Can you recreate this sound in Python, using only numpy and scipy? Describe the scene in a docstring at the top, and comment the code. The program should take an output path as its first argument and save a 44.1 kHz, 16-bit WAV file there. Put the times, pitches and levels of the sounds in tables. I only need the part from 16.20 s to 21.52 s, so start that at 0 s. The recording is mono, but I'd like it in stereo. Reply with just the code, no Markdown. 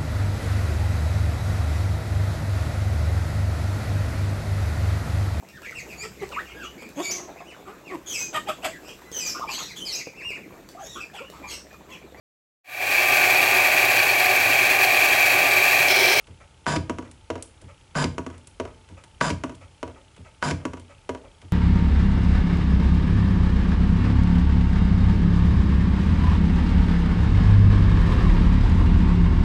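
"""A hand-operated shaper takes four cuts across a steel block in a small workshop.
First the ram, which carries the tool, reverses with a soft thud. The tool bites, shears a chip for a
tenth of a second and breaks out, and the frame springs back. Slack in the linkage then knocks and
bounces, at the end of the stroke and again on the return, while chips tick down. All along, ventilation
rumbles, a faint flutter ticks, and something turning elsewhere in the shop swishes."""
import sys
import numpy as np
from scipy import signal
from scipy.fft import rfft, irfft
from scipy.io import wavfile
from scipy.ndimage import uniform_filter1d

SR = 44100
rng = np.random.default_rng(int(sys.argv[2]) if len(sys.argv) > 2 else 0)


def persist_wave(psi):
    """Save psi, clipped to +-1, as 16-bit WAV."""
    counts = np.round(np.clip(psi, -1, 1) * 32767).astype(np.int16)
    wavfile.write(sys.argv[1], SR, np.atleast_2d(counts).T)


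N = 234700
TIME = np.arange(N) / SR


def from_db(db):
    """Turn decibels into a number to multiply by."""
    return 10 ** (np.asarray(db) / 20)

def rms_one(x):
    """Scale a sound so its average (rms) level is 1."""
    return x / np.sqrt(np.mean(x ** 2) + 1e-20)

def at_hz(points, hz):
    """Read between the rows of a table, with octaves evenly spaced."""
    points = np.array(points)
    return np.interp(np.log(np.maximum(hz, 1)), np.log(points[:, 0]), points[:, 1])

def add(track, s, sound):
    """Mix a sound into a track, starting at s seconds."""
    start = max(round(s * SR), 0)
    track[start:start + len(sound)] += sound[:max(N - start, 0)]

def dying(t, t60):
    """A fade that drops 60 dB every t60 seconds."""
    return np.exp(-np.log(1000) * t / t60)

def only(x, kind, hz, order=2):
    """Let through the "low" part, the "high" part or one "band" of a sound."""
    return signal.sosfilt(signal.butter(order, hz, kind, fs=SR, output="sos"), x)

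def colour(x, tone, size=4096):
    """Make each pitch louder or softer as a tone table says."""
    cepstrum = irfft(np.log(from_db(at_hz(tone, np.fft.rfftfreq(size, 1 / SR)))))
    cepstrum[1:size // 2] *= 2   # folded forward, so nothing rings before it is hit
    cepstrum[size // 2 + 1:] = 0
    return signal.fftconvolve(x, irfft(np.exp(rfft(cepstrum))))[:len(x)]

def brighter(tone, tilt_db):
    """Tilt the treble of a tone table by so many dB per octave."""
    return [(hz, level + tilt_db * np.log2(np.clip(hz, 1500, SR / 2))) for hz, level in tone]

def resonate(x, modes):
    """Make a sound ring at some pitches; a negative boost makes a hollow instead."""
    for hz, width, db in modes:
        damping, turn = np.pi * width / SR, -2 * np.cos(2 * np.pi * hz / SR)
        zero, pole = damping * from_db(max(db, 0)), damping * from_db(max(-db, 0))
        x = signal.lfilter([1 + zero, turn, 1 - zero], [1 + pole, turn, 1 - pole], x + 1e-18)
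    return x

def diffuse(size, likeness):
    """Stereo noise; the table says how alike left and right are at each pitch."""
    alike = np.clip(at_hz(likeness, np.fft.rfftfreq(size, 1 / SR)), 0, 1)
    mid, side = rfft(rng.standard_normal((2, size)))
    return irfft((np.sqrt(1 + alike) * mid + np.sqrt(1 - alike) * side * [[1], [-1]]) / np.sqrt(2), size)

# The ventilation's tone. Each row: pitch in Hz, level in dB.
AIR_TONE = [(15, -23), (25, -3.5), (77, 4), (218, -11.5), (559, -14), (668, -18), (884, -12.5), (1000, -21),
            (1260, -15), (1800, -21.5), (2160, -18), (3240, -20.5), (3590, -23.5), (8750, -27.5),
            (11000, -30.5), (14300, -109), (22000, -120)]
# Its ring. Each row: pitch in Hz, width in Hz, boost in dB.
AIR_RINGS = [(885, 25, 8.5)]
# Its spread. Each row: pitch in Hz, left-right likeness from 0 to 1.
AIR_LIKENESS = [(60, 1), (130, 1), (270, 0.79), (580, 0.4), (2600, 0.18), (8000, 0.78)]

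def ventilation(db):
    """Moving air rumbles and hisses steadily."""
    air = [resonate(colour(side, AIR_TONE), AIR_RINGS) for side in diffuse(N, AIR_LIKENESS)]
    return from_db(db) * rms_one(np.array(air))

def flutter(band_hz, per_s, sharpness, db):
    """A thin hiss pulses quickly, heard as faint, even ticking."""
    cycle = np.cos(2 * np.pi * per_s * (TIME - .0112))
    hiss = rms_one(only(rng.standard_normal(N), "band", band_hz))
    return from_db(db) * hiss * np.exp(sharpness * (cycle - 1))

# How long the room rings. Each row: pitch in Hz, seconds to fade by 60 dB.
ROOM_FADE = [(80, 0.98), (300, 0.5), (1000, 0.38), (4000, 0.28), (11000, 0.31)]
# How loud it rings. Each row: pitch in Hz, level in dB against the direct sound.
ROOM_LEVEL = [(80, -8.5), (200, -16.5), (400, -8), (1000, -10.5), (4000, -7.5), (11000, -10)]
# Its spread. Each row: pitch in Hz, left-right likeness from 0 to 1.
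ROOM_LIKENESS = [(60, 1), (200, 0.89), (600, 0.6), (1200, 0.48), (4000, 0.57), (11000, 0.84)]

def room_echoes(x, onset_s, size=32768):
    """Echoes from all over the workshop blur together; the low ones last longest."""
    t, tail = TIME[:size], 0
    edges_hz = np.geomspace(45, 12000, 9)
    for low, high in zip(edges_hz, edges_hz[1:]):
        hz = np.sqrt(low * high)
        shape = dying(t, at_hz(ROOM_FADE, hz)) * (1 - np.exp(-(t / onset_s) ** 2))
        band = only(diffuse(size, ROOM_LIKENESS), "band", [low, high])
        tail = tail + from_db(at_hz(ROOM_LEVEL, hz)) * band * shape / np.sqrt(np.sum(shape ** 2))
    return signal.fftconvolve(x[None], tail, axes=1)[:, :N]

def wall_echo(x, delay_s, db, below_hz):
    """A far wall sends back one dull echo."""
    return from_db(db) * np.interp(TIME - delay_s, TIME, only(x, "low", below_hz))

# Echoes off nearby steel. Each row: left delay and right delay in seconds, level in dB.
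GLANCES = [(.00105, 0.00114, -21), (.00272, .00269, -14), (.0047, .00475, -11.5)]

def glances(x, above_hz):
    """Small steel faces mirror only the treble, reaching each ear at a slightly different moment."""
    treble = only(x, "high", above_hz)
    return sum(from_db(db) * np.array([np.interp(TIME - lag, TIME, treble) for lag in lags])
               for *lags, db in GLANCES)

def rubs(events, tone, swell_s, size=11025):
    """Surfaces slide with a soft, short swish."""
    out, age = np.zeros(N), TIME[:size] / swell_s
    for s, db in events:
        hiss = rms_one(colour(rng.standard_normal(size), tone))
        add(out, s, from_db(db) * age * np.exp(1 - age) * hiss)
    return out

# The two swishes of a turn. Each row: first start in seconds, level in dB, tilt in dB per octave.
SWISHES = [(0.199, -52, 0.5), (0.545, -52, -3.5)]
# Their tone. Each row: pitch in Hz, level in dB.
SWISH_TONE = [(30, -38), (150, -7), (380, -5), (560, 4.5), (820, 0.5), (1300, 1.5), (1750, -5), (2300, -1),
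              (2800, -10.5), (3600, -22), (7000, -17), (11000, -33.5)]
# Their rings. Each row: pitch in Hz, width in Hz, boost in dB.
SWISH_RINGS = [(551, 33, 9), (1280, 42, 7), (2550, 120, 6)]

def swishes(turn_s):
    """Something turning steadily elsewhere in the shop rubs twice a turn, with a hollow ring."""
    out = np.zeros(N)
    for first_s, db, tilt_db in SWISHES:
        tone = [(hz, level + tilt_db * np.log2(hz / 1000)) for hz, level in SWISH_TONE]
        out += rubs([(s, db) for s in np.arange(first_s, N / SR, turn_s)], tone, swell_s=0.014)
    return resonate(out, SWISH_RINGS)

def scatter(t, t60):
    """A short burst of many reflections, about equally strong at every pitch."""
    burst = rng.standard_normal(len(t)) * dying(t, t60)
    for _ in range(2):
        evened = irfft(np.exp(1j * np.angle(rfft(burst))))
        burst = evened * np.exp(-(t / t60) ** 2)
    return burst

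# The machine's rings and hollows. Each row: pitch in Hz, width in Hz, boost in dB.
MACHINE_RINGS = [(226.5, 33.4, -6.5), (243.6, 27, 10.5), (292.4, 9.3, -7), (311, 32, 2.5), (489, 36, 2.5),
                 (643, 15, 4.5), (692, 75, 5), (878, 171, -7.5), (966, 38, 16.5), (1144, 45, 7.5),
                 (1248.6, 28, 10.5), (1300, 111, -9), (1468, 108, 8), (1720, 78, 8.5), (1762, 55, -11),
                 (2112, 67, 6.5), (2460, 130, 3), (3123, 71, 6), (3480, 110, -3.5), (5780, 61, 6),
                 (6120, 110, 2), (6710, 130, 5), (8000, 250, 2), (10080, 390, 10)]

def blow(tone, t60, rebound_s=0.00499, rebound_hz=730, size=16384):
    """A hit scatters through the metal and rings the machine; its loudest millisecond has level 1."""
    t = TIME[:size]
    crack = only(scatter(t, t60), "high", rebound_hz / 2, order=1)
    # just after first touch, the parts settle with a duller, longer push
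    rebound = only(scatter(t, 2 * t60), "low", rebound_hz)
    rebound = np.interp(t - rebound_s * rng.uniform(0.805, 1.198), t, rebound, left=0)
    sound = resonate(colour(crack + rebound, tone), MACHINE_RINGS)
    return sound / np.sqrt(uniform_filter1d(sound ** 2, size=44).max())

def blows(events, tone, t60, gain_db=0, lag_s=0):
    """Play one hit for each row of start time and level."""
    out = np.zeros(N)
    for s, db, *_ in events:
        add(out, s + lag_s, from_db(db + gain_db) * blow(tone, t60))
    return out

# Chips landing. Each row: start in seconds, relative level in dB, treble tilt in dB per octave.
CHIP_LANDINGS = [(0.9131, -35, 0), (1.2244, -20.5, 4), (1.4161, -42.5, 5), (2.1791, -40.5, 1),
                 (2.2716, -32, 3), (2.8379, -34, -5), (3.3504, -40, -1), (4.597, -38.5, -2.5)]
# A light tick's tone. Each row: pitch in Hz, level in dB.
TICK_TONE = [(40, -23), (300, -10), (1200, 0), (3000, 6.5), (6000, 4), (8500, 7), (11000, -1.5)]
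# A loose chip's rings. Each row: pitch in Hz, width in Hz, boost in dB.
CHIP_RINGS = [(7270, 70, 9), (8484, 51, 8.5), (9380, 80, 11.5)]

def falling_chips(gain_db, knock_db):
    """Bits of steel ring briefly, smaller ones brighter, and what they land on knocks faintly."""
    out = np.zeros(N)
    for s, db, tilt_db in CHIP_LANDINGS:
        ring = resonate(blow(brighter(TICK_TONE, tilt_db), t60=0.028), CHIP_RINGS)
        add(out, s, from_db(db + gain_db) * ring + from_db(knock_db) * blow(RETURN_TONE, t60=0.034))
    return out

# The ram turns around. Each entry: start in seconds.
REVERSALS = [0.0697, 1.414, 2.6882, 3.964, 5.216]
PUSH_AFTER_S = 0.022   # the frame takes up the push this much later

def reversals(db, after_s=0):
    """List a start time and level for every reversal."""
    return [(s + after_s, db) for s in REVERSALS]

# The sliding ram's tone. Each row: pitch in Hz, level in dB.
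SLIDE_TONE = [(30, -32), (110, 3.5), (280, 1), (450, -8.5), (900, -21.5), (2000, -27), (11000, -46)]

def ram_reversal(click_db, knock_db, slide_db):
    """The slack closes with a light click and a dull knock, then the ram starts to slide."""
    click = blows(reversals(click_db), brighter(TICK_TONE, tilt_db=-6.5), t60=0.04)
    knock = blows(reversals(knock_db, after_s=0.01), RETURN_TONE, t60=0.051)
    return click + knock + rubs(reversals(slide_db, PUSH_AFTER_S), SLIDE_TONE, swell_s=0.014)

# Low notes of frame and bench. Each row: pitch in Hz, relative level in dB, seconds to swell.
FRAME_NOTES = [(63.4, -18.5, 0.039), (88.3, -3.5, 0.024), (125, -12, 0.029), (179.1, -8.5, 0.016),
               (241.2, -4, 0.0078), (290.2, -4.5, 0.012)]

def frame_swing(soft_hz, size=22050):
    """A jolt sets the frame swinging; notes above soft_hz get less of it."""
    t, out = TIME[:size], 0
    for hz, db, swell_s in FRAME_NOTES:
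        strength = from_db(db + rng.normal(0, 0.57)) / np.hypot(1, (hz / soft_hz) ** 2)
        swell = t / swell_s * np.exp(1 - t / swell_s)
        out = out + strength * swell * np.sin(2 * np.pi * (hz * t + rng.random()))
    return out

def frame_jolts(spring_db, end_gain_db, return_gain_db, thud_db, lag_s):
    """The frame springs back after each cut and is jolted by knocks and reversals."""
    out = np.zeros(N)
    for s, db in breakouts(spring_db):
        add(out, s + lag_s, from_db(db) * frame_swing(soft_hz=900))
    for s, db, *_ in END_KNOCKS + bounces(END_KNOCKS, END_FLIGHT_S):
        add(out, s + lag_s, from_db(db + end_gain_db) * frame_swing(soft_hz=500))
    for s, db, *_ in RETURN_KNOCKS + bounces(RETURN_KNOCKS, RETURN_FLIGHT_S):
        add(out, s + lag_s, from_db(db + return_gain_db) * frame_swing(soft_hz=106))
    for s, db in reversals(thud_db, PUSH_AFTER_S):
        add(out, s, from_db(db) * frame_swing(soft_hz=119))
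    return out

def bounces(knocks, full_flight_s, count=2, speed_kept=0.45, softer_db=3.5):
    """A loose part flies off and lands again, each time sooner and softer; list times and levels."""
    landings, nth = [], np.arange(count)
    for s, db, first_flight_s in knocks:
        flights = first_flight_s * speed_kept ** nth
        levels = db + 20 * np.log10(flights / full_flight_s) - softer_db * nth
        landings += zip(s + np.cumsum(flights), levels)
    return landings

# Knocks at the stroke's end and on the return.
# Each row: start in seconds, relative level in dB, seconds until the first bounce.
END_KNOCKS = [(0.6952, -14.5, 0.0885), (1.9802, -15.8, 0.0828), (3.2358, -17, 0.0578),
              (4.4512, -16, 0.0817)]
RETURN_KNOCKS = [(1.101, -11, 0.053), (2.398, -12, 0.053), (3.628, -14, 0.048), (4.891, -12.5, 0.056)]
END_FLIGHT_S, RETURN_FLIGHT_S = 0.2, 0.16   # a flight this long would land as hard as the knock
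# Their tones. Each row: pitch in Hz, level in dB.
END_TONE = [(30, -34), (80, -3.5), (160, -8.5), (260, 6.5), (400, 2), (600, -5.5), (800, -9), (1100, -6),
            (1600, -14), (2700, -15), (4000, -27.5), (6800, -24), (11000, -40.5)]
RETURN_TONE = [(30, -25), (80, -18), (160, -13), (260, 4), (460, 5), (800, -4.5), (1200, -8.5), (1700, -14),
               (2800, -15), (4000, -24.5), (6500, -25), (11000, -40.5)]
# The linkage's hollow rings. Each row: pitch in Hz, width in Hz, boost in dB.
LINKAGE_RINGS = [(1370, 86, 5.5), (2330, 110, -4.5), (2690, 110, 1), (3020, 130, 2), (4350, 130, 3.5),
                 (4900, 300, -2), (5550, 150, 4)]

def linkage_knocks():
    """The slack linkage knocks as the stroke ends, the tool holder drops on the return; both bounce."""
    end_bounces = bounces(END_KNOCKS, END_FLIGHT_S)
    return_bounces = bounces(RETURN_KNOCKS, RETURN_FLIGHT_S)
    hits = blows(END_KNOCKS, END_TONE, t60=0.027, gain_db=-4.5, lag_s=0.000994)
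    hits += blows(end_bounces, END_TONE, t60=0.029, gain_db=-4, lag_s=0.001)
    hits += blows(RETURN_KNOCKS, RETURN_TONE, t60=0.027, gain_db=-8.5, lag_s=0.00093)
    hits += blows(return_bounces, RETURN_TONE, t60=0.031, gain_db=-8.5, lag_s=0.001)
    return resonate(hits, LINKAGE_RINGS)

def chatter(hz, swell_s, t60, size=16384):
    """Under load the ram shudders at one low pitch, growing through the cut and dying after it."""
    out, t = np.zeros(N), TIME[:size]
    for start, length, _, _, db in CUTS:
        swing = (1 - np.exp(-t / swell_s)) * dying(np.maximum(t - length, 0), t60)
        add(out, start, from_db(db) * np.sqrt(2) * swing * np.sin(2 * np.pi * hz * t))
    return out

# The scrape's tone. Each row: pitch in Hz, level in dB.
SCRAPE_TONE = [(30, -5.5), (80, -1), (170, 8), (400, -4.5), (800, -0.5), (1400, -5.5), (2200, -11.5),
               (3200, -13.5), (4200, -14.5), (6500, -20.5), (8500, -24.5), (11000, -33.5)]
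# The loaded tool's rings. Each row: pitch in Hz, width in Hz, boost in dB.
TOOL_RINGS = [(1690, 250, 5.5), (2010, 230, -3.5), (2260, 80, -2), (3583, 38, 7), (4500, 250, -6.5),
              (4860, 195, 12.5), (5300, 80, 3), (7250, 240, 13.5), (9100, 210, 9.5)]

def scrape(slips_per_s, spread_db, rise_s, release_s, fade_db, size=16384):
    """The chip shears off in many tiny, uneven slips, easing as the tool crosses the block."""
    out, t = np.zeros(N), TIME[:size]
    growl = [(1100, 530, 1.1)]   # one more ring: the thick chip fills out the middle
    for start, length, _, db, _ in CUTS:
        slips = (rng.random(size) < slips_per_s / SR) * rng.choice([-1, 1], size)
        slips = slips * from_db(spread_db * rng.standard_normal(size))
        contact = (1 - np.exp(-(t / rise_s) ** 2)) * np.exp(-np.maximum(t - length, 0) / release_s)
        load = from_db(-fade_db * t / length)
        sound = resonate(colour(slips * contact * load, SCRAPE_TONE), MACHINE_RINGS + TOOL_RINGS + growl)
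        add(out, start, from_db(db) * sound / np.sqrt(np.mean(sound[t < length] ** 2)))
    return out

def breakouts(db):
    """List a time and level for each moment the tool leaves the block."""
    return [(s + length, db) for s, length, *_ in CUTS]

# The cuts. Each row: start and length in seconds, then relative bite, scrape and chatter levels in dB.
CUTS = [(0.464, 0.097, -13.5, -26, -31), (1.751, 0.0903, -19.5, -25.5, -30),
        (3.009, 0.0938, -9.5, -27, -35), (4.224, 0.085, -15.5, -27.5, -29.5)]
# Tones of biting in and breaking out. Each row: pitch in Hz, level in dB.
BITE_TONE = [(30, -33), (170, -2), (320, -13), (650, -8.5), (1000, -8.5), (1500, -4), (2100, -15),
             (3200, -22), (5000, -25.5), (8000, -36.5), (11000, -47)]
BREAK_TONE = [(30, -31), (100, -5), (300, 13.5), (700, -2.5), (1400, -9.5), (2200, -1.5), (3500, -8),
              (6000, -11), (11000, -30)]

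def cutting():
    """The edge grazes the block, digs in, shears a chip and snaps free."""
    bites = [(s, db) for s, _, db, *_ in CUTS]
    graze = blows(bites, brighter(BITE_TONE, tilt_db=4), t60=0.052, gain_db=-26, lag_s=-0.004)
    bite = blows(bites, BITE_TONE, t60=0.024, gain_db=-1.5, lag_s=0.00154)
    shear = scrape(slips_per_s=2200, spread_db=2.5, rise_s=0.01, release_s=0.0085, fade_db=3)
    snap = blows(breakouts(db=-21.5), BREAK_TONE, t60=0.041, lag_s=0.00064)
    return graze + bite + shear + snap

def scene():
    """The machine close in front, the workshop around it."""
    steel = cutting() + linkage_knocks() + ram_reversal(click_db=-49, knock_db=-48, slide_db=-49.5)
    steel += falling_chips(gain_db=-9.5, knock_db=-54) + swishes(turn_s=0.6416)
    shake = chatter(hz=149.7, swell_s=0.012, t60=0.4)
    shake += frame_jolts(spring_db=-23, end_gain_db=-17.5, return_gain_db=-19.5,
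                         thud_db=-36, lag_s=0.00596)
    direct = steel + shake * from_db([[-.7], [.7]])   # the bench lies a little to the right
    echoes = glances(steel, above_hz=1740) + wall_echo(steel, delay_s=0.038, db=-20.5, below_hz=1500)
    echoes += room_echoes(steel + shake, onset_s=0.0025)
    background = ventilation(db=-53.5) + flutter(band_hz=[2530, 3530], per_s=29.966, sharpness=5.8, db=-58)
    return direct + echoes + background

def record(dry):
    """Cut away the highest treble steeply."""
    cutoff_hz = 11120
    return signal.sosfilt(signal.ellip(12, .1, 70, cutoff_hz, fs=SR, output="sos"), dry)


dry = scene()
out = record(dry)
persist_wave(out)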